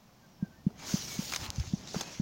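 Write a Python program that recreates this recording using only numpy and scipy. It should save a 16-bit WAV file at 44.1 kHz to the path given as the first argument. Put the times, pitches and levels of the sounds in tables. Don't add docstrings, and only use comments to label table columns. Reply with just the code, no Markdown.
import sys
import numpy as np
from scipy import signal
from scipy.fft import rfft, irfft, next_fast_len
from scipy.io import wavfile
from scipy.ndimage import uniform_filter1d, map_coordinates

SR = 44100
rng = np.random.default_rng(int(sys.argv[2]) if len(sys.argv) > 2 else 0)


def persist_wave(psi):
    counts = np.round(np.clip(psi, -1, 1) * 32767).astype(np.int16)
    wavfile.write(sys.argv[1], SR, np.atleast_2d(counts).T)


N = 97681

# (frequency [Hz], gain [dB])
AIR_COLOUR = [(20, -6), (50, -15.5), (110, 1.5), (180, 4), (280, -6), (420, -12.5), (650, -8.5),
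              (1000, -12), (1500, -18.5), (2200, -20.5), (3500, -21.5), (5800, -19.5), (7000, -24.5),
              (8200, -34), (12000, -32), (15500, -26)]
# (time [s], level [dB])
RUMBLE_LEVEL = [(0, -79), (.4, -62.5), (.8, -59), (1.05, -50.5), (1.3, -54), (1.45, -51.5), (1.7, -50),
                (1.85, -54.5), (2.0, -58), (2.1, -61.5), (2.21, -56)]
# (frequency [Hz], gain [dB])
RUMBLE_COLOUR = [(20, -28), (45, -5), (75, 0), (180, -1), (300, -9), (700, -46)]
# (time [s], length [s], start pitch [Hz], end pitch [Hz], level [dB])
BIRD_CALLS = [(.22, 0.049, 1600, 1540, -65.5), (0.402, 0.092, 1630, 1520, -61),
              (0.491, 0.088, 1540, 1546, -67.5), (.52, 0.12, 1730, 1860, -71), (.26, 0.19, 5900, 5160, -74),
              (1.067, .12, 2326, 2187, -52), (2.019, .09, 2540, 2565, -57)]
# (time [s], level [dB], pitch [Hz], swell [s])
CHEWS = [(0.4245, -21, 182.4, 0.0058), (.665, -15.5, 182, 0.0051), (0.9385, -16.5, 183.4, .0048),
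         (1.1889, -22.5, 191, 0.0047), (1.7342, -18, 179, .0046), (1.9614, -24, 182, 0.0046),
         (2.1971, -18.5, 178, .0041)]
# (frequency [Hz], gain [dB])
GRIND_COLOUR = [(25, -19), (60, -16.5), (170, -3.5), (330, -6), (500, -12), (750, -9.5), (1200, -29),
                (4000, -37), (9000, -48)]
# (time [s], level [dB])
BLADE_LEVEL = [(.6, -88), (.75, -77), (.795, -53.5), (.85, -47.5), (.89, -41.5), (.95, -42.5), (1.05, -45),
               (1.14, -42), (1.18, -46.5), (1.24, -42), (1.29, -45.5), (1.345, -41.5), (1.385, -46.5),
               (1.455, -44.5), (1.5, -57.5), (1.6, -50.5), (1.7, -52.5), (1.85, -54.5), (1.94, -46),
               (2.0, -45), (2.06, -51.5), (2.135, -48.5), (2.21, -55)]
# (frequency [Hz], gain [dB])
BLADE_COLOUR = [(300, -60), (1000, -32), (1600, -15.5), (2400, -12.5), (3200, -7), (4300, -3), (5500, -1.5),
                (6500, -1), (7200, -7), (8200, -21), (10000, -23), (12500, -30), (15500, -25)]
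# (time [s], level offset [dB])
FIZZ_OFFSET = [(.8, 0), (.88, 0), (1.25, 3.5), (1.45, 2.5), (1.55, 1), (1.87, -15), (1.97, 0), (2.2, -6)]
# (frequency [Hz], gain [dB])
FIZZ_COLOUR = [(5000, -30), (8000, 0.5), (10000, -3), (12500, -2.5), (14500, 1), (16000, 1.5)]
# (time [s], level [dB])
RASP_LEVEL = [(.72, -82), (.8, -55.5), (.89, -52), (.98, -54.5), (1.12, -54), (1.29, -55), (1.345, -43.5),
              (1.38, -53), (1.45, -47), (1.52, -61), (1.59, -58.5), (1.67, -57.5), (1.74, -74), (1.84, -60),
              (1.92, -57.5), (1.99, -52), (2.06, -57), (2.16, -54), (2.21, -63)]
# (frequency [Hz], gain [dB])
RASP_COLOUR = [(400, -22.5), (900, -5), (1300, 0.5), (2300, 1.5), (3200, -1), (5000, -18), (9000, -33)]
# (time [s], level [dB])
SCRAPE_LEVEL = [(.6, -94), (.74, -70), (.82, -54), (.89, -46.5), (.98, -53), (1.12, -52.5), (1.31, -55.5),
                (1.37, -53.5), (1.43, -50), (1.53, -53), (1.62, -57.5), (1.7, -61), (1.8, -55.5),
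                (1.92, -55), (1.99, -48.5), (2.07, -52), (2.21, -61.5)]
# (frequency [Hz], gain [dB])
SCRAPE_COLOUR = [(100, -14.5), (200, 5), (400, 1), (700, 0.5), (1000, -1), (1400, -8.5), (2500, -18.5),
                 (8000, -57)]
# (time [s], level [dB], T60 [s])
CRUNCHES = [(.704, -49.5, 0.031), (0.895, -36, .025), (1.2217, -34, 0.02), (1.545, -51, 0.021),
            (1.637, -47, 0.064), (1.9436, -29.5, 0.027), (1.955, -34, 0.036), (2.0089, -33, 0.039)]
# (frequency [Hz], gain [dB])
MOUTH_COLOUR = [(80, -17), (200, 3.5), (390, 4), (520, -6), (750, -6), (1050, -7.5), (1450, -6),
                (1900, -22), (5000, -16), (12000, -39)]
# (time [s], centre [Hz], level [dB])
SQUEAK_GLIDE = [(0.839, 6410, -71), (0.909, 6310, -45), (1.001, 5950, -45), (1.058, 5610, -50.5),
                (1.139, 5250, -57), (1.2, 5100, -70)]
# (time [s], level [dB], T60 [s], stem pitch [Hz])
SNAPS = [(1.3055, -42, 0.016, 6500), (1.321, -31.5, 0.024, 4840), (1.3243, -30, 0.013, 1274),
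         (1.3366, -24.5, .012, 2450), (1.3465, -28.5, .011, 4030), (1.3606, -26.5, 0.015, 3720),
         (1.3618, -25.5, 0.011, 5110), (1.4634, -33, 0.0054, 4120), (1.56, -36, 0.0068, 6200),
         (1.599, -32.5, 0.0033, 5220), (1.5982, -37, 0.0052, 3460), (1.874, -36.5, 0.0077, 3840),
         (1.884, -39.5, 0.025, 3900), (2.0092, -29, 0.016, 3490), (2.012, -25, 0.0045, 6320)]
# (frequency [Hz], gain [dB])
SNAP_COLOUR = [(200, -19.5), (700, 1), (1300, 0), (2600, -2.5), (4500, -2), (6500, 1), (8200, -10.5),
               (12000, -19), (15500, -15)]
# (time [s], level [dB], pitch [Hz], swell [s])
BUMPS = [(1.391, -40.5, 90, 0.0073), (1.418, -36.5, 94, 0.0076), (1.486, -34.5, 83.6, 0.0082),
         (1.5812, -23, 105, 0.0045), (1.5945, -23.5, 78, .0095), (1.672, -34.5, 104, 0.0073)]
# (frequency [Hz], gain [dB])
TICK_COLOUR = [(500, -24), (2000, -8), (3300, 1), (5000, 5), (6500, 4), (8500, -9.5), (15000, -17)]


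def amp(db):
    return 10 ** (np.asarray(db) / 20)


def unit(x):
    return x / np.sqrt(np.mean(x ** 2) + 1e-20)


def curve(rows):
    return np.interp(np.arange(N) / SR, *np.transpose(rows))


def wobble(rate_hz):
    knots = rng.standard_normal(int(N * rate_hz / SR) + 4)
    return map_coordinates(knots, [np.arange(N) * rate_hz / SR])


def add(track, at_s, sound):
    part = track[max(round(at_s * SR), 0):][:len(sound)]
    part += sound[:len(part)]


def response(colour, size=4096):
    hz, db = np.transpose(colour)
    bin_db = np.interp(np.log(np.fft.rfftfreq(size, 1 / SR) + 1), np.log(hz), db)
    cepstrum = irfft(np.log(amp(bin_db)))
    cepstrum[1:size // 2] *= 2
    cepstrum[size // 2 + 1:] = 0
    impulse = irfft(np.exp(rfft(cepstrum)))
    return impulse / np.linalg.norm(impulse)


def coloured(x, colour):
    return signal.fftconvolve(x, response(colour))[:N]


def paddock(air_db=-59.5, waver_db=0.83):
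    air = amp(air_db) * unit(coloured(rng.standard_normal(N), AIR_COLOUR))
    rumble_db = curve(RUMBLE_LEVEL) + waver_db * wobble(25.74)
    return air + amp(rumble_db) * unit(coloured(rng.standard_normal(N), RUMBLE_COLOUR))


def birds(blur_rad_per_hz=0.6 / 1600):
    out = np.zeros(N)
    for at_s, length_s, start_hz, end_hz, db in BIRD_CALLS:
        progress = np.linspace(0, 1, int(length_s * SR))
        phase = 2 * np.pi * np.cumsum(start_hz + (end_hz - start_hz) * progress) / SR
        phase += blur_rad_per_hz * start_hz * wobble(150)[:len(progress)]
        add(out, at_s, amp(db) * np.sqrt(2) * np.sin(np.pi * progress) * np.sin(phase))
    return out


def thuds(rows, steepness=2.11, bend=0.2, settle_s=0.0025):
    out, t = np.zeros(N), np.arange(SR // 10) / SR
    for at_s, db, hz, swell_s in rows:
        cycles = hz * (t + bend * settle_s * (1 - np.exp(-t / settle_s)))
        envelope = (t / swell_s * np.exp(1 - t / swell_s)) ** steepness
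        add(out, at_s, amp(db) * envelope * np.sin(2 * np.pi * cycles))
    return out


def bursts(rows, colour, attack_s=0.00038):
    out, t = np.zeros(N), np.arange(SR // 3) / SR
    for at_s, db, t60_s in rows:
        envelope = amp(db - 60 * t / t60_s) * (1 - np.exp(-t / attack_s))
        add(out, at_s, envelope * rng.standard_normal(len(t)))
    return coloured(out, colour)


def chewing(grind_db=-32, grind_t60_s=0.32):
    grinds = [(at_s, db + grind_db, grind_t60_s) for at_s, db, _, _ in CHEWS]
    return thuds(CHEWS) + bursts(grinds, GRIND_COLOUR)


def friction(colour, rate_hz, spread_db, hiss, shift_db):
    clicks = (rng.random(N) < rate_hz / SR) * rng.choice([-1, 1], N)
    sizes = amp(spread_db * np.minimum(rng.exponential(size=N), 4))
    grains = unit(unit(clicks * sizes) + hiss * rng.standard_normal(N))
    spectra = signal.stft(coloured(grains, colour), nperseg=512)[2]
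    patches = uniform_filter1d(rng.standard_normal(spectra.shape), 6, axis=0)
    patches = unit(uniform_filter1d(patches, 8, axis=1))
    return unit(signal.istft(spectra * amp(shift_db * patches), nperseg=512)[1][:N])


def grass(flutter_db=0.74, pressed_db=-44.5, fizz_base_db=-54.5, fizz_slope=1.67):
    flutter = amp(flutter_db * wobble(70))
    blades = friction(BLADE_COLOUR, rate_hz=2500, spread_db=2, hiss=0.83, shift_db=2)
    fizz = friction(FIZZ_COLOUR, rate_hz=1800, spread_db=-0.5, hiss=0.87, shift_db=2.2)
    rasp = friction(RASP_COLOUR, rate_hz=900, spread_db=1, hiss=0.93, shift_db=1.5)
    scrape = friction(SCRAPE_COLOUR, rate_hz=700, spread_db=2, hiss=1, shift_db=2.5)
    blade_db = curve(BLADE_LEVEL)
    fizz_db = fizz_base_db + curve(FIZZ_OFFSET) + fizz_slope * (blade_db - pressed_db)
    treble = amp(blade_db) * blades + amp(fizz_db) * fizz
    mids = amp(curve(RASP_LEVEL)) * rasp + amp(curve(SCRAPE_LEVEL)) * scrape
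    return flutter * (treble + mids)


def crunches(pop_db=-5.5, pop_t60_s=0.04, start_hz=965, end_hz=373, fall_s=0.0023):
    pops, t = np.zeros(N), np.arange(SR // 20) / SR
    cycles = end_hz * t + (start_hz - end_hz) * fall_s * (1 - np.exp(-t / fall_s))
    for at_s, db, _ in CRUNCHES:
        detune = rng.uniform(0.856, 1.26)
        add(pops, at_s, amp(db + pop_db - 60 * t / pop_t60_s) * np.sin(2 * np.pi * cycles * detune))
    return pops + bursts(CRUNCHES, MOUTH_COLOUR)


def squeak(width_hz=900):
    times_s, centre_hz, db = np.transpose(SQUEAK_GLIDE)
    phase = 2 * np.pi * np.cumsum(curve(np.c_[times_s, centre_hz])) / SR
    band = unit(wobble(width_hz) * np.cos(phase) + wobble(width_hz) * np.sin(phase))
    return band * amp(np.interp(np.arange(N) / SR, times_s, db, left=-np.inf, right=-np.inf))


def snaps(crack_db=5, ring_db=-4, ring_t60_s=0.025, tear_db=-16.5, tear_t60_s=0.059, hard_above_db=-34):
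    rings, impulses, t = np.zeros(N), np.zeros(N), np.arange(SR // 20) / SR
    for at_s, db, _, hz in SNAPS:
        phase = 2 * np.pi * hz * t + 0.67 * wobble(690)[:len(t)]
        add(rings, at_s, amp(db + ring_db - 60 * t / ring_t60_s) * np.sin(phase))
        add(impulses, at_s, amp([db + crack_db]))
    cracks = coloured(impulses, SNAP_COLOUR)
    hard = [(at_s, db, t60_s) for at_s, db, t60_s, _ in SNAPS if db > hard_above_db]
    light = [(at_s, db, t60_s) for at_s, db, t60_s, _ in SNAPS if db <= hard_above_db]
    tears = [(at_s, db + tear_db, tear_t60_s) for at_s, db, _ in hard]
    return rings + cracks + bursts(hard + tears, SNAP_COLOUR) + bursts(light, BLADE_COLOUR)


def bumps():
    return thuds(BUMPS)


def tick(at_s=1.5038, peak_db=-17.5):
    out, click = np.zeros(N), response(TICK_COLOUR)
    add(out, at_s, amp(peak_db) * click / np.abs(click).max())
    return out


def scene():
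    mouth = chewing() + bumps() + crunches()
    return (mouth + snaps() + tick() + grass() + squeak() + paddock() + birds())[None]


def record(dry):
    cutoff_hz = 16000
    size = next_fast_len(N + SR // 2)
    passband = np.fft.rfftfreq(size, 1 / SR) < cutoff_hz
    return irfft(rfft(dry, size) * passband, size)[:, :N]


dry = scene()
out = record(dry)
persist_wave(out)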